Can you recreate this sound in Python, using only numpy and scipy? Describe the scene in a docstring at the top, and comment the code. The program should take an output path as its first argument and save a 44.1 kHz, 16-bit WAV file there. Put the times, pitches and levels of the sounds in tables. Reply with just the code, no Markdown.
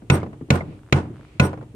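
"""Outdoors at a wooden bench: a rubber mallet hits a heavy cast metal housing four times.
Each blow is a resonant bench thump, a short shaped-noise clack, decaying sine ring and rough noise shudder;
narrow noise bands make the buzz of a loose steel part, and a soft noise tail the outdoor echo.
Between blows: noise-burst knocks, narrowband pings, faint rustles and damped-sine creaking ticks.
Steady coloured noise is the quiet open air."""
import sys
import numpy as np
from scipy.fft import rfft, irfft, next_fast_len
from scipy.io import wavfile
from scipy.ndimage import map_coordinates

SR = 44100
rng = np.random.default_rng(int(sys.argv[2]) if len(sys.argv) > 2 else 0)


def bounce(signal):
    """Save signal as a 16-bit WAV file at the path given by the first command-line argument."""
    frames = np.transpose(np.atleast_2d(signal))
    limited = np.clip(frames, -1, 1)
    pcm = np.round(limited * 32767).astype(np.int16)
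    wavfile.write(sys.argv[1], SR, pcm)


N = 77175
SIZE = 32768  # samples in one event
T = np.arange(SIZE) / SR  # event time [s]

# Blow levels are relative to each source's gain; knock, ping and rustle levels are used directly.
# Blows: (time [s], thump [dB], clack [dB], clack tilt [dB/octave], shudder [dB], ring [dB],
# ring tilt [dB/octave], buzz [dB], buzz tilt [dB/octave], buzz peak after blow [s])
BLOWS = [(0.0994, 1.5, -0.5, -0.5, -0.5, -1, 3, -4.5, -6, 0.056),
         (0.5035, 0.5, -0.5, 0.5, -2, 0.5, -2, -15.5, 3.5, 0.055),
         (0.9247, 0, 3, -1.5, -4, -4.5, 2, -17, -22, .04), (1.3971, 1, -1, -.5, -2, 4, 2, -5, -10, 0.064)]
# Bench modes: (frequency [Hz], relative level [dB], T60 [s])
BENCH_MODES = [(49.4, -31, 0.26), (88, -17.5, 0.28), (136.7, -8.5, 0.094), (151.8, -17, 0.16),
               (199.9, -8, 0.095), (305, -6.5, 0.81), (374.5, -12.5, 0.39)]
# Housing modes: (frequency [Hz], relative level [dB], T60 [s])
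HOUSING_MODES = [(443, -10, .3), (487, -9, .3), (564, -9, .35), (718, -15, .3), (883, -16, .3),
                 (1014, -7, .24), (1458, -3, .21), (2070, 1, .04), (2560, 4, .06), (4110, 1, .025)]
# Clack spectrum: (frequency [Hz], relative level [dB])
CLACK_SPECTRUM = [(40, -39.5), (200, 2), (500, -2.5), (900, -7.5), (1400, -4.5), (1680, -11), (2000, -2.5),
                  (2600, -2), (3000, -10), (3600, -10), (4100, -10), (4700, -20.5), (6600, -15.5),
                  (8400, -29.5), (10500, -34), (12500, -34.5), (14400, -32), (15500, -52)]
# Clack left-right likeness: (frequency [Hz], likeness [0-1])
CLACK_ALIKE = [(500, 0.82), (3000, 0.54), (10000, 0.27)]
# Shudder spectrum: (frequency [Hz], relative level [dB])
SHUDDER_SPECTRUM = [(25, -48.5), (80, -25.5), (200, 0), (330, -2.5), (600, -9.5), (1100, -11.5),
                    (1600, -19), (2600, -26), (4000, -35), (7000, -41), (9500, -40.5), (11000, -59),
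                    (15000, -59)]
# General left-right likeness: (frequency [Hz], likeness [0-1])
ALIKE = [(100, .99), (300, .93), (600, .75), (1200, 0.016), (2500, 0.046), (10000, 0)]
# Loose steel resonances: (frequency [Hz], width [Hz], relative level [dB], left minus right [dB])
STEEL_MODES = [(5680, 90, -16, 0), (8538, 55, 0, -6), (9400, 700, -18, -1), (11870, 70, -10, 0),
               (12950, 450, -17, 1), (13780, 150, -22, 0)]
# Buzz left-right likeness: (frequency [Hz], likeness [0-1])
BUZZ_ALIKE = [(5000, 0.83), (12000, 0.19)]
# Settling knocks: (time [s], thud level [dB], clatter level [dB])
KNOCKS = [(0.02, -34.5, -46), (.230, -27.5, -26), (0.262, -29, -35.5), (0.331, -35.5, -38),
          (0.411, -28.5, -43.5), (0.486, -34, -50), (.608, -28.5, -29.5), (0.685, -30, -56),
          (.725, -35.5, -47.5), (1.05, -49, -41.5), (1.101, -32, -49.5), (1.194, -39, -48.5),
          (1.349, -41.5, -72), (1.531, -53, -29), (1.575, -34.5, -36), (1.611, -48, -38),
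          (1.626, -42.5, -39.5), (1.741, -33.5, -64)]
# Knock thud spectrum: (frequency [Hz], relative level [dB])
THUD_SPECTRUM = [(40, -26), (120, 6.5), (190, -4), (310, -0.5), (600, -22.5), (1500, -62), (5000, -77)]
# Knock clatter spectrum: (frequency [Hz], relative level [dB])
CLATTER_SPECTRUM = [(150, -7), (500, 5.5), (1200, -4.5), (1700, -13.5), (2200, -17), (3200, -28),
                    (8000, -43), (14000, -57.5)]
# Small-part pings: (time [s], level [dB])
PINGS = [(.217, -40.5), (.606, -31)]
# Mallet-swing rustles: (time [s], length [s], level [dB])
RUSTLES = [(0.622, 0.19, -60), (1.086, 0.42, -60.5)]
# Rustle spectrum: (frequency [Hz], relative level [dB])
RUSTLE_SPECTRUM = [(300, -37), (1200, 4), (1700, -2.5), (2300, 5.5), (3500, -4.5), (4500, -7), (8000, -26),
                   (14000, -57)]
# Creaking ticks: (time [s], level before TICK_GAIN_DB [dB])
TICKS = [(.792, -46.5), (.834, -43), (.864, -46.5), (.877, -48), (.888, -43), (0.898, -44.5),
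         (1.143, -45.5), (1.151, -65), (1.159, -40.5), (1.168, -42), (1.182, -48), (1.211, -40.5),
         (1.232, -45), (1.25, -41)]
# Far echo spectrum: (frequency [Hz], relative level [dB])
YARD_SPECTRUM = [(40, -35), (120, 17.5), (300, 0.5), (600, -6.5), (1500, -21.5), (3000, -30.5),
                 (6000, -52.5), (12000, -82.5)]
# Open air spectrum: (frequency [Hz], relative level [dB])
AIR_SPECTRUM = [(20, -33), (50, -1), (85, -3.5), (120, 2.5), (170, -15.5), (300, -10.5), (600, -20),
                (1500, -31), (3000, -33), (5000, -42), (9300, -37.5), (11000, -48.5), (15000, -50.5)]

AIR_DB = -48.5
THUD_T60_S, CLATTER_T60_S = 0.17, 0.064
THUMP_DB, CONTACT_S = -3.5, 0.00679
ROCK_S, ROCK_SHARE = 0.02294, 0.71  # the housing drops back on its block
CLACK_DB, CLACK_LAG_S = -33.5, 0.000412  # the left microphone hears it first
BURST_HOLD_S, BURST_T60_S = 0.0038, 0.024  # clack's starting burst
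SHUDDER_DB, SHUDDER_HOLD_S, SHUDDER_T60_S = -20, 0.059, 0.19
SHUDDER_ROUGH_DB, SHUDDER_KNOTS_PER_S = 1.3, 260
RING_DB, RING_LAG_S = -22, 0.00015
BUZZ_DB, BUZZ_RISE_S, BUZZ_T60_S = -30, 0.029, 0.059
YARD_DB, YARD_T60_S = -33, 0.57
PING_HZ, PING_WIDTH_HZ, PING_T60_S = 2100, 120, 0.033
TICK_HZ, TICK_T60_S, TICK_GAIN_DB = 1350, 0.003, 7
BASS_HZ, TOP_HZ = 26.8, 14850  # recorder band edges


def amp(db):
    """Decibels to gain."""
    return 10 ** (np.asarray(db) / 20)


def unit(x):
    """Scale to rms 1."""
    return x / np.sqrt(np.mean(x ** 2) + 1e-20)


def along(points, hz):
    """(Hz, value) points read on a log axis."""
    f, v = np.transpose(points)
    return np.interp(np.log(hz + 1), np.log(f + 1), v)


def colour(points):
    """Gain by frequency from (Hz, dB) points."""
    return lambda hz: amp(along(points, hz))


def tilt(hz, pivot_hz, db_per_octave):
    """Gain of a spectral slope about a pivot, flattened in the bass by the 100 Hz offset."""
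    return amp(db_per_octave * np.log2((hz + 100) / pivot_hz))


def filtered(x, response):
    """x times a complex response of frequency."""
    m = next_fast_len(x.shape[-1] + SIZE)
    spectrum = rfft(x, m) * response(np.fft.rfftfreq(m, 1 / SR))
    return irfft(spectrum, m)[..., :x.shape[-1]]


def noise(gain, alike, size=SIZE):
    """Stereo noise of rms 1 with the given colour and left-right likeness."""
    hz = np.fft.rfftfreq(size, 1 / SR)
    turn = np.arccos(np.clip(along(alike, hz), -1, 1)) / 2
    white = rfft(rng.standard_normal((2, size)))
    mid, side = irfft(white * gain(hz) * [np.cos(turn), np.sin(turn)], size)
    return unit(np.array([mid + side, mid - side]))


def envelope(attack_s, hold_s, t60_s):
    """Rise, hold, then an exponential fall."""
    return (1 - np.exp(-T / attack_s)) * amp(-60 * np.maximum(T - hold_s, 0) / t60_s)


def wobble(knots_per_s):
    """A smooth random curve with evenly spaced knots."""
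    return map_coordinates(rng.standard_normal(2048), [T * knots_per_s], mode="wrap")


def resonance(f, hz, width_hz):
    """Gain of a peak at hz; width is between its half-gain points."""
    return 1 / (1 + (2 * (f - hz) / width_hz) ** 2)


def add(out, s, sound):
    """Mix a sound in at time s."""
    start = max(round(s * SR), 0)
    out[:, start:start + SIZE] += sound[..., :N - start]


def air():
    """Quiet open air: steady coloured noise."""
    return amp(AIR_DB) * noise(colour(AIR_SPECTRUM), ALIKE, size=N)


def knocks():
    """Housing and bench come to rest: low thuds and brighter clatter in decaying noise."""
    out = np.zeros((2, N))
    for s, thud_db, clatter_db in KNOCKS:
        thud = noise(colour(THUD_SPECTRUM), ALIKE) * envelope(0.0013, 0.0023, THUD_T60_S)
        clatter = noise(colour(CLATTER_SPECTRUM), ALIKE) * envelope(0.0002, 0.0021, CLATTER_T60_S)
        add(out, s, amp(thud_db) * thud + amp(clatter_db) * clatter)
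    return out


def thump():
    """The soft push of the rubber, then the housing dropping back, excite the bench modes."""
    def push(start_s):
        return np.sin(np.pi * np.clip((T - start_s) / CONTACT_S, 0, 1)) ** 2

    def bench(f):
        response = 0
        for hz, db, t60_s in BENCH_MODES:
            damping_hz = np.log(1000) / np.pi / t60_s
            response = response + amp(db) * f * f / (hz * hz - f * f + 1j * f * damping_hz)
        return response

    force = push(0.00076) + ROCK_SHARE * push(ROCK_S)
    return amp(THUMP_DB) * filtered(force, bench)


def clack(tilt_db):
    """Metal chatters on metal under the mallet: noise shaped alternately in spectrum and time."""
    burst = noise(np.ones_like, CLACK_ALIKE) * envelope(0.00041, BURST_HOLD_S, BURST_T60_S)
    hz = np.fft.rfftfreq(SIZE, 1 / SR)
    gain = colour(CLACK_SPECTRUM)(hz) * tilt(hz, 2500, tilt_db)
    for _ in range(3):
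        phase = np.angle(rfft(burst))
        burst = irfft(gain * np.exp(1j * phase), SIZE) * envelope(0.0001, 0.0057, 0.28)

    def lag_right(f):
        return np.array([np.ones_like(f), np.exp(-2j * np.pi * f * CLACK_LAG_S)])

    return amp(CLACK_DB) * filtered(unit(burst), lag_right)


def shudder():
    """The housing and things on the bench jiggle in dense, uneven contacts: roughened noise."""
    contacts = unit(amp(SHUDDER_ROUGH_DB * wobble(SHUDDER_KNOTS_PER_S)))
    swell = envelope(0.0005, SHUDDER_HOLD_S, SHUDDER_T60_S)
    return amp(SHUDDER_DB) * noise(colour(SHUDDER_SPECTRUM), ALIKE) * contacts * swell


def ring(tilt_db):
    """Damped modes of the casting; the spot that is hit favours the low or the high ones."""
    out = np.zeros((2, SIZE))
    heard_s = T - np.array([[0], [RING_LAG_S]])  # right lags
    for hz, db, t60_s in HOUSING_MODES:
        phase = 2 * np.pi * (hz * heard_s + rng.random())
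        level = amp(db + rng.standard_normal()) * tilt(min(hz, 1500), 900, tilt_db)
        out += level * np.sin(phase) * envelope(0.00088, 0, t60_s)
    return amp(RING_DB) * out


def buzz(peak_s, tilt_db):
    """A loose steel part rattles up to a thin zing and dies away: noise through its resonances."""
    def steel(f):
        response = 0
        for hz, width_hz, db, pan_db in STEEL_MODES:
            level = amp(db + np.array([[pan_db], [-pan_db]]) / 2) * tilt(hz, 8500, tilt_db)
            response = response + level * resonance(f, hz, width_hz)
        return response

    rise = np.exp(np.minimum(T - peak_s, 0) / BUZZ_RISE_S)
    swell = np.minimum(rise, envelope(0.002, peak_s, BUZZ_T60_S))
    return amp(BUZZ_DB) * unit(filtered(noise(np.ones_like, BUZZ_ALIKE), steel)) * swell


def yard_echo():
    """Faint outdoor echo: a soft-edged tail of dark noise."""
    return amp(YARD_DB) * noise(colour(YARD_SPECTRUM), ALIKE) * envelope(0.015, 0.14, YARD_T60_S)


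def pings():
    """A small part pings: short bursts of narrowband noise."""
    out = np.zeros((2, N))
    for s, db in PINGS:
        ping = noise(lambda f: resonance(f, PING_HZ, PING_WIDTH_HZ), ALIKE)
        add(out, s, amp(db) * ping * envelope(0.0019, 0.0019, PING_T60_S))
    return out


def rustles():
    """Faint rustles as the mallet swings: coloured noise under half-sine swells."""
    out = np.zeros((2, N))
    for s, length_s, db in RUSTLES:
        swell = np.sin(np.pi * np.minimum(T / length_s, 1))
        add(out, s, amp(db) * noise(colour(RUSTLE_SPECTRUM), ALIKE) * swell)
    return out


def ticks():
    """Tiny dry creaking slips while the mallet is lifted: fast-damped sines of varied pitch."""
    out = np.zeros((2, N))
    for s, db in TICKS:
        hz = TICK_HZ * np.exp(0.073 * rng.standard_normal())
        slip = np.sin(2 * np.pi * hz * T) * amp(-60 * T / TICK_T60_S)
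        add(out, s, amp(db + TICK_GAIN_DB) * slip)
    return out


def scene():
    """Four blows with their faint echo, the small sounds between them and the air."""
    out = air() + knocks() + pings() + rustles() + ticks()
    thump_pan = amp([[-0.55], [0.55]])  # left, right
    shudder_pan = amp([[-0.6], [0.6]])
    for (s, thump_db, clack_db, clack_tilt, shudder_db, ring_db, ring_tilt,
         buzz_db, buzz_tilt, buzz_peak_s) in BLOWS:
        add(out, s, amp(thump_db) * thump() * thump_pan)
        add(out, s, amp(clack_db) * clack(clack_tilt))
        add(out, s, amp(shudder_db) * shudder() * shudder_pan)
        add(out, s, amp(ring_db) * ring(ring_tilt))
        add(out, s, amp(buzz_db) * buzz(buzz_peak_s, buzz_tilt))
        add(out, s, yard_echo())
    return out


def record(dry):
    """The recorder cuts the deepest bass, rounds off the highest peaks and cuts the top treble."""
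    thinned = filtered(dry, lambda hz: 1j * hz / (1j * hz + BASS_HZ))
    rounded = thinned / (1 + np.abs(thinned / 0.95) ** 8) ** (1 / 8)
    return filtered(rounded, lambda hz: 1 / (1 + (hz / TOP_HZ) ** 120))


dry = scene()
out = record(dry)
bounce(out)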